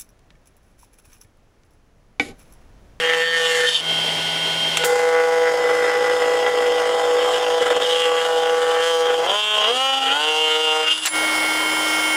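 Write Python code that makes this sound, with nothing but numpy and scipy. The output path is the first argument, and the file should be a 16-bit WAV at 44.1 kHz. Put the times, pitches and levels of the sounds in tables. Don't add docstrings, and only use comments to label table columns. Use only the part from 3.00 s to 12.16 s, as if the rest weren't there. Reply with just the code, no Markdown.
import sys
import numpy as np
from scipy import signal
from scipy.io import wavfile
from scipy.ndimage import uniform_filter1d

SR = 44100
rng = np.random.default_rng(int(sys.argv[2]) if len(sys.argv) > 2 else 0)


def digitize_waveform(pressure):
    field = np.atleast_2d(pressure).T
    bounded = np.clip(field, -1, 1)
    quanta = np.round(bounded * 32767).astype(np.int16)
    wavfile.write(sys.argv[1], SR, quanta)


N = 403956
TIME = np.arange(N) / SR
SLOW_HZ, LOW_HZ, HIGH_HZ, FAST_HZ = 163.5, 211.7, 269.2, 312.5


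def cutting(turns, speed, contact, gains):
    # [f/Hz, width/Hz, level/dB]
    thump_modes = [(491, 76, 0)]
    knock_modes = [(665, 183, 7), (805, 83, 10), (1028, 68, 6), (1310, 310, -9.5)]
    # [f/Hz, width/Hz, level/dB]
    flex_modes = [(1454, 380, 3), (1509, 75, 12), (1544, 300, 3.5), (2600, 1600, -52)]
    ring_modes = [(2840, 490, 1), (3220, 170, 4), (3570, 160, 1), (3970, 140, -11)]
    tip_modes = [(5100, 200, -1), (8000, 270, 1), (10200, 210, 0.84)]
    # [f/Hz, level per Hz/dB]
    bench_spectrum = [(20, -3.5), (70, -1), (160, -3), (300, -7), (600, -25)]
    grit_spectrum = [(3000, -27.5), (3900, 2.5), (4900, 6), (5700, 4), (7800, 3), (10000, -4.5),
                     (12000, -11.5), (15500, -23.5)]
    # [t/s, bending f/Hz, its prominence/dB, lower ring f/Hz, upper ring f/Hz, singing teeth f/Hz, level/dB]
    seat = [(0, 1830, 5, 2900, 3120, 4540, -8), (.2, 1890, 12, 2840, 3200, 4530, -5),
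            (.28, 1770, 17, 3080, 3200, 4520, 5), (.47, 1860, 2, 2930, 3230, 4520, -16),
            (.68, 1750, 11, 3120, 3500, 4520, -2), (.8, 1782, 6, 3120, 3430, 4520, 3),
            (1.85, 1590, -1, 3170, 3340, 5210, -17), (2.6, 1570, 0, 3049, 3380, 5210, -2.5),
            (3.6, 1540, 1, 3130, 3380, 5210, -4.5), (4.8, 1603, -5, 3054, 3300, 5280, -8.5),
            (5.4, 1528, 2, 3060, 3343, 5100, -10), (5.95, 1570, 4, 3104, 3210, 5100, -17),
            (6.45, 1450, -20, 3090, 3320, 5100, -18), (6.85, 1374, 5, 2920, 3200, 4860, -11),
            (7.22, 1479, -3, 2960, 3160, 4860, -4), (7.4, 1360, 3, 2910, 3100, 4970, -16),
            (7.8, 1400, 2, 2850, 3190, 5000, -4)]
    # [t/s, f/Hz, level against its flexing/dB]
    whistle_track = [(0, 2010, -15), (.8, 1965, -10), (1.8, 2050, 3), (2.2, 2020, 2), (2.7, 1990, 4.5),
                     (3.6, 1964, 5), (4.1, 1965, -2), (5.6, 1980, -5), (6.3, 1958, -19.5)]
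    # [thump/dB, knock/dB, flex/dB, ring/dB, grit/dB, tip/dB]
    swell_db = (1.05, 1.26, 2.25, 1.48, 0.72, 2.8)
    seat_play_hz = 180
    rattle_db_per_rough = 3.5
    chatter_hz = 22.68

    hits, scrape = strokes(turns, contact)
    *_, rough, chatter = contact
    rasp = rough ** 1.5 * scrape
    flex_hz, flex_db, lower_hz, upper_hz, singing_hz, singing_db = curves(seat)
    whistle_hz, whistle_db = curves(whistle_track)
    on_board = shifting(hits + 0.7 * rasp, wet_db=-8, decay_s=0.004, hz=7)
    on_blade = shifting(hits + 1.7 * rasp, wet_db=-7, decay_s=0.005, hz=9)
    on_teeth = shifting(hits + 0.12 * scrape + 2.8 * rasp, wet_db=2, decay_s=0.0088, hz=8)

    rumble = unit(colour(scrape, bench_spectrum))
    shake = levelled(ring(hits + 2.27 * rasp, thump_modes, 247, 840))
    hum = board_hum(turns, speed, contact)
    thump = hum + 0.49 * rough * shake + amp(-33.5) * rough * rumble
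    knock = levelled(ring(on_board, knock_modes, 630, 1590))

    bending = amp(flex_db) * sing(on_blade, flex_hz, 346)
    whistle = amp(whistle_db) * sing(hits + rasp, whistle_hz, 70)
    flex = levelled(levelled(ring(on_blade, flex_modes, 1247, 2780)) + bending + whistle)

    plate = ring(on_blade, ring_modes, 2100, 4450)
    play = seat_play_hz * rough * drift(30)
    steel = levelled(resonate(plate, lower_hz + play, 150) + resonate(plate, upper_hz + play, 150))
    steel = steel * amp(rattle_db_per_rough * rough * drift(90))

    singing = amp(singing_db) * sing(on_teeth, singing_hz, 170)
    grit = levelled(levelled(colour(on_teeth, grit_spectrum)) + singing) * amp(0.6 * drift(70))
    tip = levelled(ring(on_teeth, tip_modes, 4100, 11200))

    layers = (thump, knock, flex, steel, grit, tip)
    parts = [part * amp(db * drift(17)) for part, db in zip(layers, swell_db)]
    hop = 1 + chatter * np.cos(2 * np.pi * chatter_hz * (TIME - 4.742) + 2.6 * drift(9.6))
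    shudder_depth = (speed / FAST_HZ) ** 2 * np.clip(speed / SLOW_HZ - 1, 0, 1)
    shudder = shudder_depth * np.sqrt(2) * np.sin(2 * np.pi * turns)
    return (gains * [*parts, shudder]).sum(0) * hop


def strokes(turns, contact, jitter_s=0.00011, scatter=0.3, scrape_s=0.0022,
            skip_lag_s=0.00025, creep_s=0.00016):
    count = np.arange(int(2 * turns[-1]))
    swing = count // 2
    at = np.interp(count / 2, turns, np.arange(N))
    tracks = (*contact, drift(9), drift(22))
    back, second, third, rough, _, slip, creep = (track[at.astype(int)] for track in tracks)
    late, strong = rng.standard_normal((len(count), 2)).T
    triple = 2 * np.pi * swing / 3 + 3 * rough * slip
    bounce = (1 + second * np.cos(np.pi * swing)) * (1 + third * np.cos(triple))
    sizes = np.where(count % 2, -back, 1) * bounce * np.exp(scatter * rough * strong)
    delay_s = rough * (jitter_s * late + creep_s * creep) + skip_lag_s * third * np.sin(triple)
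    hits = clicks(at + SR * delay_s, sizes)
    r = np.exp(-1 / (SR * scrape_s))
    presses = signal.lfilter([1], [1, -2 * r, r * r], clicks(at, abs(sizes)))
    pressure = levelled(presses) + 0.4
    return levelled(hits), levelled(pressure * rng.standard_normal(N))


def board_hum(turns, speed, contact, mode_hz=486, width_hz=27, half_push=1.08, even_push=1.04,
              skip_depth=0.33, off_mode=0.012, lag_s=0.00066):
    back, second, third, rough, _ = contact
    hum = 0
    for k, push in [(3 / 2, half_push * second), (2, even_push * (1 - back)), (3, 1)]:
        detune = (k * speed - mode_hz) / width_hz
        response = 1 / (1 + detune ** 2) + off_mode * (k == 2)
        tone = np.sqrt(2) * np.sin(2 * np.pi * k * (turns - lag_s * speed))
        hum = hum + push * response * tone
    skips = np.cos(2 * np.pi * turns / 3 + 2.4 * rough * drift(18))
    return hum * (1 + skip_depth * third * skips)


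def shifting(x, wet_db, decay_s, hz, count=3):
    t = TIME[:1024]
    tails = rng.standard_normal((count, len(t))) * np.exp(-t / decay_s)
    echoes = sum(drift(hz) * signal.oaconvolve(x, tail / np.linalg.norm(tail))[:N] for tail in tails)
    return x + amp(wet_db) * echoes / np.sqrt(count)


def handling():
    # [bites t/s, loses grip t/s, comes clear t/s, board thump/dB, board knock/dB,
    # blade flex/dB, blade ring/dB, tooth grit/dB, running noise/dB]
    cuts = [(-.07, 0.59, 0.803, -21, -31.5, -22.5, -24.5, -36.5, -37),
            (1.778, 7.82, 8.06, -17.5, -24, -26, -39.5, -37, -39.5)]
    # [t/s, length/s, speed gained/Hz, board level/dB (half of it for the thump), flex/dB, ring/dB]
    eases = [(.23, 0.16, 1.59, -13, 0, -1), (.66, 0.042, 0.24, 1, 2.5, 5), (.735, 0.037, 0.4, -4, 2, 5),
             (2.05, 0.41, 0.22, 1, -1.5, -1), (3, 0.19, 1, 0.5, -1, 1), (4.2, 0.26, 1.28, 0, 0.5, 2),
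             (4.83, 0.24, 1.63, -4, 0.5, 7.5), (5.17, 0.13, 0.57, -0.5, 0, 3),
             (5.82, 0.11, 2.5, -2.5, 1.5, 4.5), (5.93, 0.086, 0.48, -1.5, 1, 2),
             (6.4, 0.13, 0, -7.5, -3, -0.5), (6.8, 0.18, 0.14, -1, 3, 1.5),
             (7.02, 0.214, -0.08, -1.5, 3.5, 2.5), (7.38, 0.11, -0.15, -3, 1, 1.5),
             (7.6, 0.066, 1.24, -5, -1, 2), (7.84, 0.44, 1, -4, 2.5, -1.5), (7.873, 0.056, 1.6, 0, 0, 6),
             (7.976, 0.021, -0.5, 5, 6.5, 1), (8, 0.022, 0, 0, 2, -7)]
    # [t/s, length/s, added roughness/0-1, added hop depth/1, extra return stroke/1,
    # extra skip of every 2nd swing/1, of every 3rd/1, grit level/dB]
    chatters = [(-.05, 0.22, 0.27, 0.0034, 0, 0.11, 0, 0), (.23, 0.18, 0.01, 0, 0.1, -0.084, 0.036, 2),
                (.39, 0.21, 0.17, 0, 0.38, -0.033, 0, 5), (.58, 0.21, 0.28, 0.013, 0.44, 0, 0, 5),
                (1.78, 0.23, 0.36, 0.028, 0.32, 0.16, 0, 3), (2.01, 0.49, 0.04, 0, 0, 0.081, 0.13, -1.5),
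                (2.5, 2.04, 0.46, 0, 0.048, -0.14, 0.19, -0.5),
                (4.58, 0.27, 0.55, 0.27, 0.082, 0.13, 0.069, -0.5),
                (4.82, 1, 0.29, 0.033, 0.23, 0.09, 0.00096, -1),
                (6.04, 0.31, 0.41, 0.0082, 0.26, 0.15, 0, -0.5),
                (6.55, 0.24, 0.29, 0.068, 0.19, -0.081, 0, 1),
                (6.93, 0.1, 0.15, 0.087, 0.27, -0.092, 0, -2),
                (7.03, 0.13, 0.29, 0.0065, 0.41, 0.14, 0.019, -2),
                (7.19, 0.21, 0.1, 0.013, 0.13, 0.022, 0, 0), (7.84, 0.36, 0.16, 0.1, 0, -0.34, 0, -1)]
    bite_s, clear_s, recover_s = 0.11, 0.015, 0.094
    early_s, early_flex_db, early_ring_db, early_running_db = 2.76, -4.5, 13, -8.5
    thump_db_per_s, knock_db_per_s, flex_db_per_s, thump_hold_s = 173, 139, 74, 0.062
    tip_db, tip_rise_s = -33.5, 0.24
    shudder_db = -41.5
    grit_speed_db = 2.5
    ease_edge_s, ease_grit_share = 0.064, 0.65
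    chatter_edge_s = 0.056
    smooth_hop, wander_hz = 0.11, 0.197
    second_per_rough, third_per_rough = 0.038, 0.43

    speed, back, second, base_rough, knock_dial, ring_dial, running_dial = dial()
    gained, board_ease, flex_ease, ring_ease = spells(eases, ease_edge_s)
    bouts = spells(chatters, chatter_edge_s)
    rough, hop, extra_back, extra_second, extra_third, grit_chatter = bouts
    current = sum(TIME >= cut[0] for cut in cuts[1:])
    bite, loose, clear, thump, knock, flex, steel, grit, loaded = np.transpose(cuts)[:, current]
    under_way = ramp(bite, early_s)
    slack = np.clip(TIME - loose, 0, 1)
    fast = (speed - SLOW_HZ) / (FAST_HZ - SLOW_HZ)
    engaged = ramp(bite, bite_s) - ramp(clear, clear_s)
    gains = engaged * amp([
        thump + board_ease / 2 - thump_db_per_s * np.maximum(slack - thump_hold_s, 0),
        knock + knock_dial + board_ease - knock_db_per_s * slack,
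        flex + flex_ease + early_flex_db * under_way - flex_db_per_s * slack,
        steel + ring_dial + ring_ease + early_ring_db * under_way,
        grit + grit_chatter + ease_grit_share * ring_ease + grit_speed_db * fast,
        tip_db + 20 * np.log10(np.clip(slack / tip_rise_s, 1e-3, 1)),
        np.full(N, shudder_db)])
    load = ramp(bite, bite_s) ** 3 - ramp(clear, recover_s) ** 0.5
    running_gain = amp((loaded + running_dial + early_running_db * under_way) * load)
    rough = np.clip(base_rough + rough, 0, 1)
    gained = gained + wander_hz * (speed / SLOW_HZ) ** 2 * drift(14) * engaged
    second = second + extra_second + second_per_rough * rough
    third = extra_third + third_per_rough * rough
    contact = back + extra_back, second, third, rough, smooth_hop + hop
    return speed + gained, contact, gains, running_gain


def dial():
    # [t/s, swing rate f/Hz, return stroke share/1,
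    # skip of every 2nd swing/1, roughness/0-1, knock level/dB, ring level/dB, running noise level/dB]
    steps = [(0, SLOW_HZ, 0.12, 0.04, 0.16, -2, -3, 26), (6.225, LOW_HZ, 0.16, 0.02, 0.1, -0.5, 6, 6),
             (6.637, HIGH_HZ, 0.3, 0.014, 0.05, 0.5, 3.5, 8), (7.077, FAST_HZ, 0.37, 0.5, 0.12, -1.5, 4, 2)]
    settle_s = 0.052
    settings = np.array(steps)[:, 1:]
    elapsed = np.array([np.maximum(TIME - s, 0) / (settle_s * hz / FAST_HZ) for s, hz, *_ in steps[1:]])
    glide = 1 - (1 + elapsed) * np.exp(-elapsed)
    return settings[0][:, None] + np.diff(settings, axis=0).T @ glide


def catches():
    # [t/s, level/dB, decay/s, brightness per octave/dB]
    snags = [(1.7712, -9, 0.0045, 2.5), (1.8375, -11.5, 0.0074, -6), (1.845, -19, 0.022, 15),
             (7.83, -19, 0.0026, -2), (7.978, -25, 0.0038, 4), (8.036, -30, 0.034, 4),
             (8.053, -19.5, 0.019, 0), (8.059, -12, 0.002, 13), (8.065, -15.5, 0.0069, 5),
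             (8.072, -17, 0.011, 0.5)]
    # [f/Hz, level per Hz/dB]
    crack_spectrum = [(150, -34), (500, 3), (1200, 2.5), (2000, 8), (3500, 3.5), (5500, -1), (8000, -3),
                      (11000, -17.5), (16000, -27)]
    # [t/s, f/Hz, level/dB, decay/s]
    high_tones = [(1.773, 7510, -33, 0.044), (8.055, 7335, -25, 0.045), (8.078, 9870, -25.5, 0.11),
                  (8.085, 9110, -35, 0.22)]
    glide_share, glide_s = 0.0115, 0.087
    out, t = np.zeros(N), TIME[:SR // 2]
    for s, db, decay, bright in snags:
        spectrum = [(hz, level + bright * np.log2(hz)) for hz, level in crack_spectrum]
        crack = unit(colour(rng.standard_normal(len(t)), spectrum))
        add(out, s, amp(db) * crack * np.exp(-t / decay))
    glide = np.cumsum(1 + glide_share * np.exp(-t / glide_s)) / SR
    for s, hz, db, decay in high_tones:
        add(out, s, amp(db) * np.sin(2 * np.pi * hz * glide) * np.exp(-t / decay))
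    return out


def motor(turns, speed):
    # [multiple of the swing rate/1, level/dB, waver f/Hz]
    slow_tones = [(1, -39, .3), (4, -41, 3), (5, -42, 3), (6, -46, 3), (9, -37, 2), (13.05, -36, 6),
                  (19, -37, 4), (19.42, -28, 10), (20.9, -40, 12), (23, -43, 6), (25.5, -45, 4),
                  (29.1, -45, 12), (91.7, -66, 6)]
    fast_tones = [(1, -33, .3), (4.462, -31, 1.5), (5, -38, .5), (6, -39, .5), (7, -25.5, .4), (9, -35, .5),
                  (10, -30, .5), (11.06, -40, 2), (15, -46, 3), (16, -42, 3), (17, -39, 3), (23, -46, 2),
                  (29, -41, 4), (31, -44, 4), (46.5, -54, 20), (47.5, -54, 20), (48.5, -52, 20)]
    # [f/Hz, level per Hz/dB]
    slow_air = [(40, -21), (80, -15), (200, -10.5), (450, -2.5), (900, -2.5), (1200, -16), (2100, -2.5),
                (2500, -7.5), (2750, 2.5), (3000, 1.5), (3400, -1), (3700, -6.5), (5500, -10), (5800, -17),
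                (10000, -20.5), (15500, -38)]
    fast_air = [(50, -25), (200, -14), (550, -0.5), (900, 2.5), (1800, -7), (2150, 1), (2500, -9),
                (3300, -5.5), (4000, -15.5), (8800, -17.5), (9400, -12), (11000, -18.5), (13000, -28),
                (14800, -25)]
    slow_rattle = [(1000, -17), (3100, 15), (5400, -13), (6000, 4), (10000, -12), (15000, -30)]
    fast_rattle = [(1500, -6), (3300, 0), (5200, 0), (7500, -4), (9700, -1), (12800, -14), (14600, -8),
                   (15400, -12), (15800, -16)]
    turned = np.clip((speed - SLOW_HZ) / (FAST_HZ - SLOW_HZ), 0, 1)
    slow = running(turns, slow_tones, slow_air, air_db=-26.0,
                   rattle=slow_rattle, rattle_db=-37.5, throb=0.26)
    slow = slow + bearing(turns)
    fast = running(turns, fast_tones, fast_air, air_db=-25.5,
                   rattle=fast_rattle, rattle_db=-33.0, throb=0.94)
    return (1 - turned) * slow + turned * fast


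def running(turns, tones, air, air_db, rattle, rattle_db, throb):
    whine = 0
    for k, db, waver in tones:
        phase = k * turns + np.cumsum(waver * drift(60)) / SR
        level_db = db + min(k / 8, 2) * drift(11) + min(k / 14, 1.6) * drift(2.5)
        whine = whine + amp(level_db) * np.sqrt(2) * np.sin(2 * np.pi * phase)
    throbbing = 1 + throb * np.cos(4 * np.pi * turns)
    fan = unit(colour(rng.standard_normal(N) * throbbing, air))
    at = np.interp(np.arange(int(turns[-1])), turns, np.arange(N))
    knocks = clicks(at, 1 + 0.1 * rng.standard_normal(len(at)))
    play = levelled(colour(shifting(knocks, wet_db=2, decay_s=0.004, hz=2), rattle))
    return whine + amp(air_db + 0.6 * drift(25)) * fan + amp(rattle_db + 0.9 * drift(9)) * play


def bearing(turns, db=-41, waver_hz=4.5, passes_per_swing=4.865):
    # [f/Hz, level/dB]
    whine_spectrum = [(3000, -41), (4800, -7), (5550, 8), (6400, 0), (9500, 1.5), (11100, -8), (12700, -19),
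                      (15200, -18)]
    passes = passes_per_swing * turns + np.cumsum(waver_hz * drift(70)) / SR
    at = np.interp(np.arange(int(passes[-1])), passes, np.arange(N))
    return amp(db) * unit(colour(clicks(at, np.ones(len(at))), whine_spectrum))


def reflections(x, wet_db, decay_s, size=8192):
    tail = rng.standard_normal(size) * np.exp(-np.arange(size) / SR / decay_s)
    return x + amp(wet_db) * signal.oaconvolve(x, tail / np.linalg.norm(tail))[:N]


def room_tone():
    # [f/Hz, level per Hz/dB]
    murmur_spectrum = [(20, -24), (60, -19), (120, -19), (300, -15), (1000, 1.5), (16000, -29)]
    return amp(-38.0) * unit(colour(rng.standard_normal(N), murmur_spectrum))


def amp(db):
    return np.exp(np.asarray(db) * (np.log(10) / 20))


def unit(x):
    return x / np.sqrt(np.mean(x ** 2) + 1e-20)


def levelled(x, size=2200):
    power = uniform_filter1d(uniform_filter1d(x ** 2, size), size)
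    return x / np.sqrt(abs(power) + 1e-12)


def curves(rows):
    s, *columns = np.transpose(rows)
    return [np.interp(TIME, s, c) for c in columns]


def ramp(s, length_s):
    return np.clip((TIME - s) / length_s, 0, 1)


def spells(rows, edge_s):
    rows = np.array(rows)
    edges = np.minimum(edge_s, rows[:, 1] / 2)
    held = [ramp(s - edge / 2, edge) - ramp(s + length - edge / 2, edge)
            for (s, length), edge in zip(rows[:, :2], edges)]
    return rows[:, 2:].T @ np.array(held)


def drift(hz):
    knots = rng.standard_normal(4096)
    return unit(np.interp(TIME * hz, np.arange(len(knots)), knots))


def colour(x, points, size=2048):
    hz, db = np.transpose(points)
    bins = np.log(abs(np.fft.fftfreq(size, 1 / SR)) + 1)
    log_gain = np.log(amp(np.interp(bins, np.log(hz + 1), np.maximum(db, -100))))
    taps = np.fft.ifft(np.exp(np.conj(signal.hilbert(log_gain)))).real
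    return signal.oaconvolve(x, taps)[:len(x)]


def ring(x, modes, low_hz, high_hz):
    y = 0
    for k, (hz, width, db) in enumerate(modes):
        y = y + (-1) ** k * amp(db) * signal.lfilter(*signal.iirpeak(hz, hz / width, SR), x)
    return signal.sosfilt(signal.butter(3, [low_hz, high_hz], "band", fs=SR, output="sos"), y)


def resonate(x, hz, width):
    turn = np.exp(2j * np.pi * np.cumsum(hz * np.ones(len(x))) / SR)
    r = np.exp(-np.pi * width / SR)
    return 2 * (turn * signal.lfilter([1 - r], [1, -r], x / turn + 1e-18)).real


def sing(x, hz, width):
    return levelled(resonate(resonate(x, hz, width), hz, width), size=800)


def clicks(at, sizes, order=8):
    index = np.floor(at).astype(int)[:, None] + np.arange(-order, order + 1)
    offset = index - at[:, None]
    shape = np.sinc(offset) * np.cos(np.pi * offset / (2 * order + 2)) ** 2
    return np.bincount(np.clip(index, 0, N - 1).ravel(), (sizes[:, None] * shape).ravel(), N)


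def add(mix, s, sound):
    part = mix[round(s * SR):][:len(sound)]
    part += sound[:len(part)]


def scene():
    speed, contact, gains, running_gain = handling()
    turns = np.cumsum(speed + 0.1098 * drift(30)) / SR
    tool = cutting(turns, speed, contact, gains) + running_gain * motor(turns, speed) + catches()
    return (reflections(tool, wet_db=-17, decay_s=0.025) + room_tone())[None]


def record(dry):
    edge_hz = 15780
    taps = signal.firwin(511, edge_hz, window=("kaiser", 9), fs=SR)
    return signal.oaconvolve(dry, taps[None], "same")


dry = scene()
out = record(dry)
digitize_waveform(out)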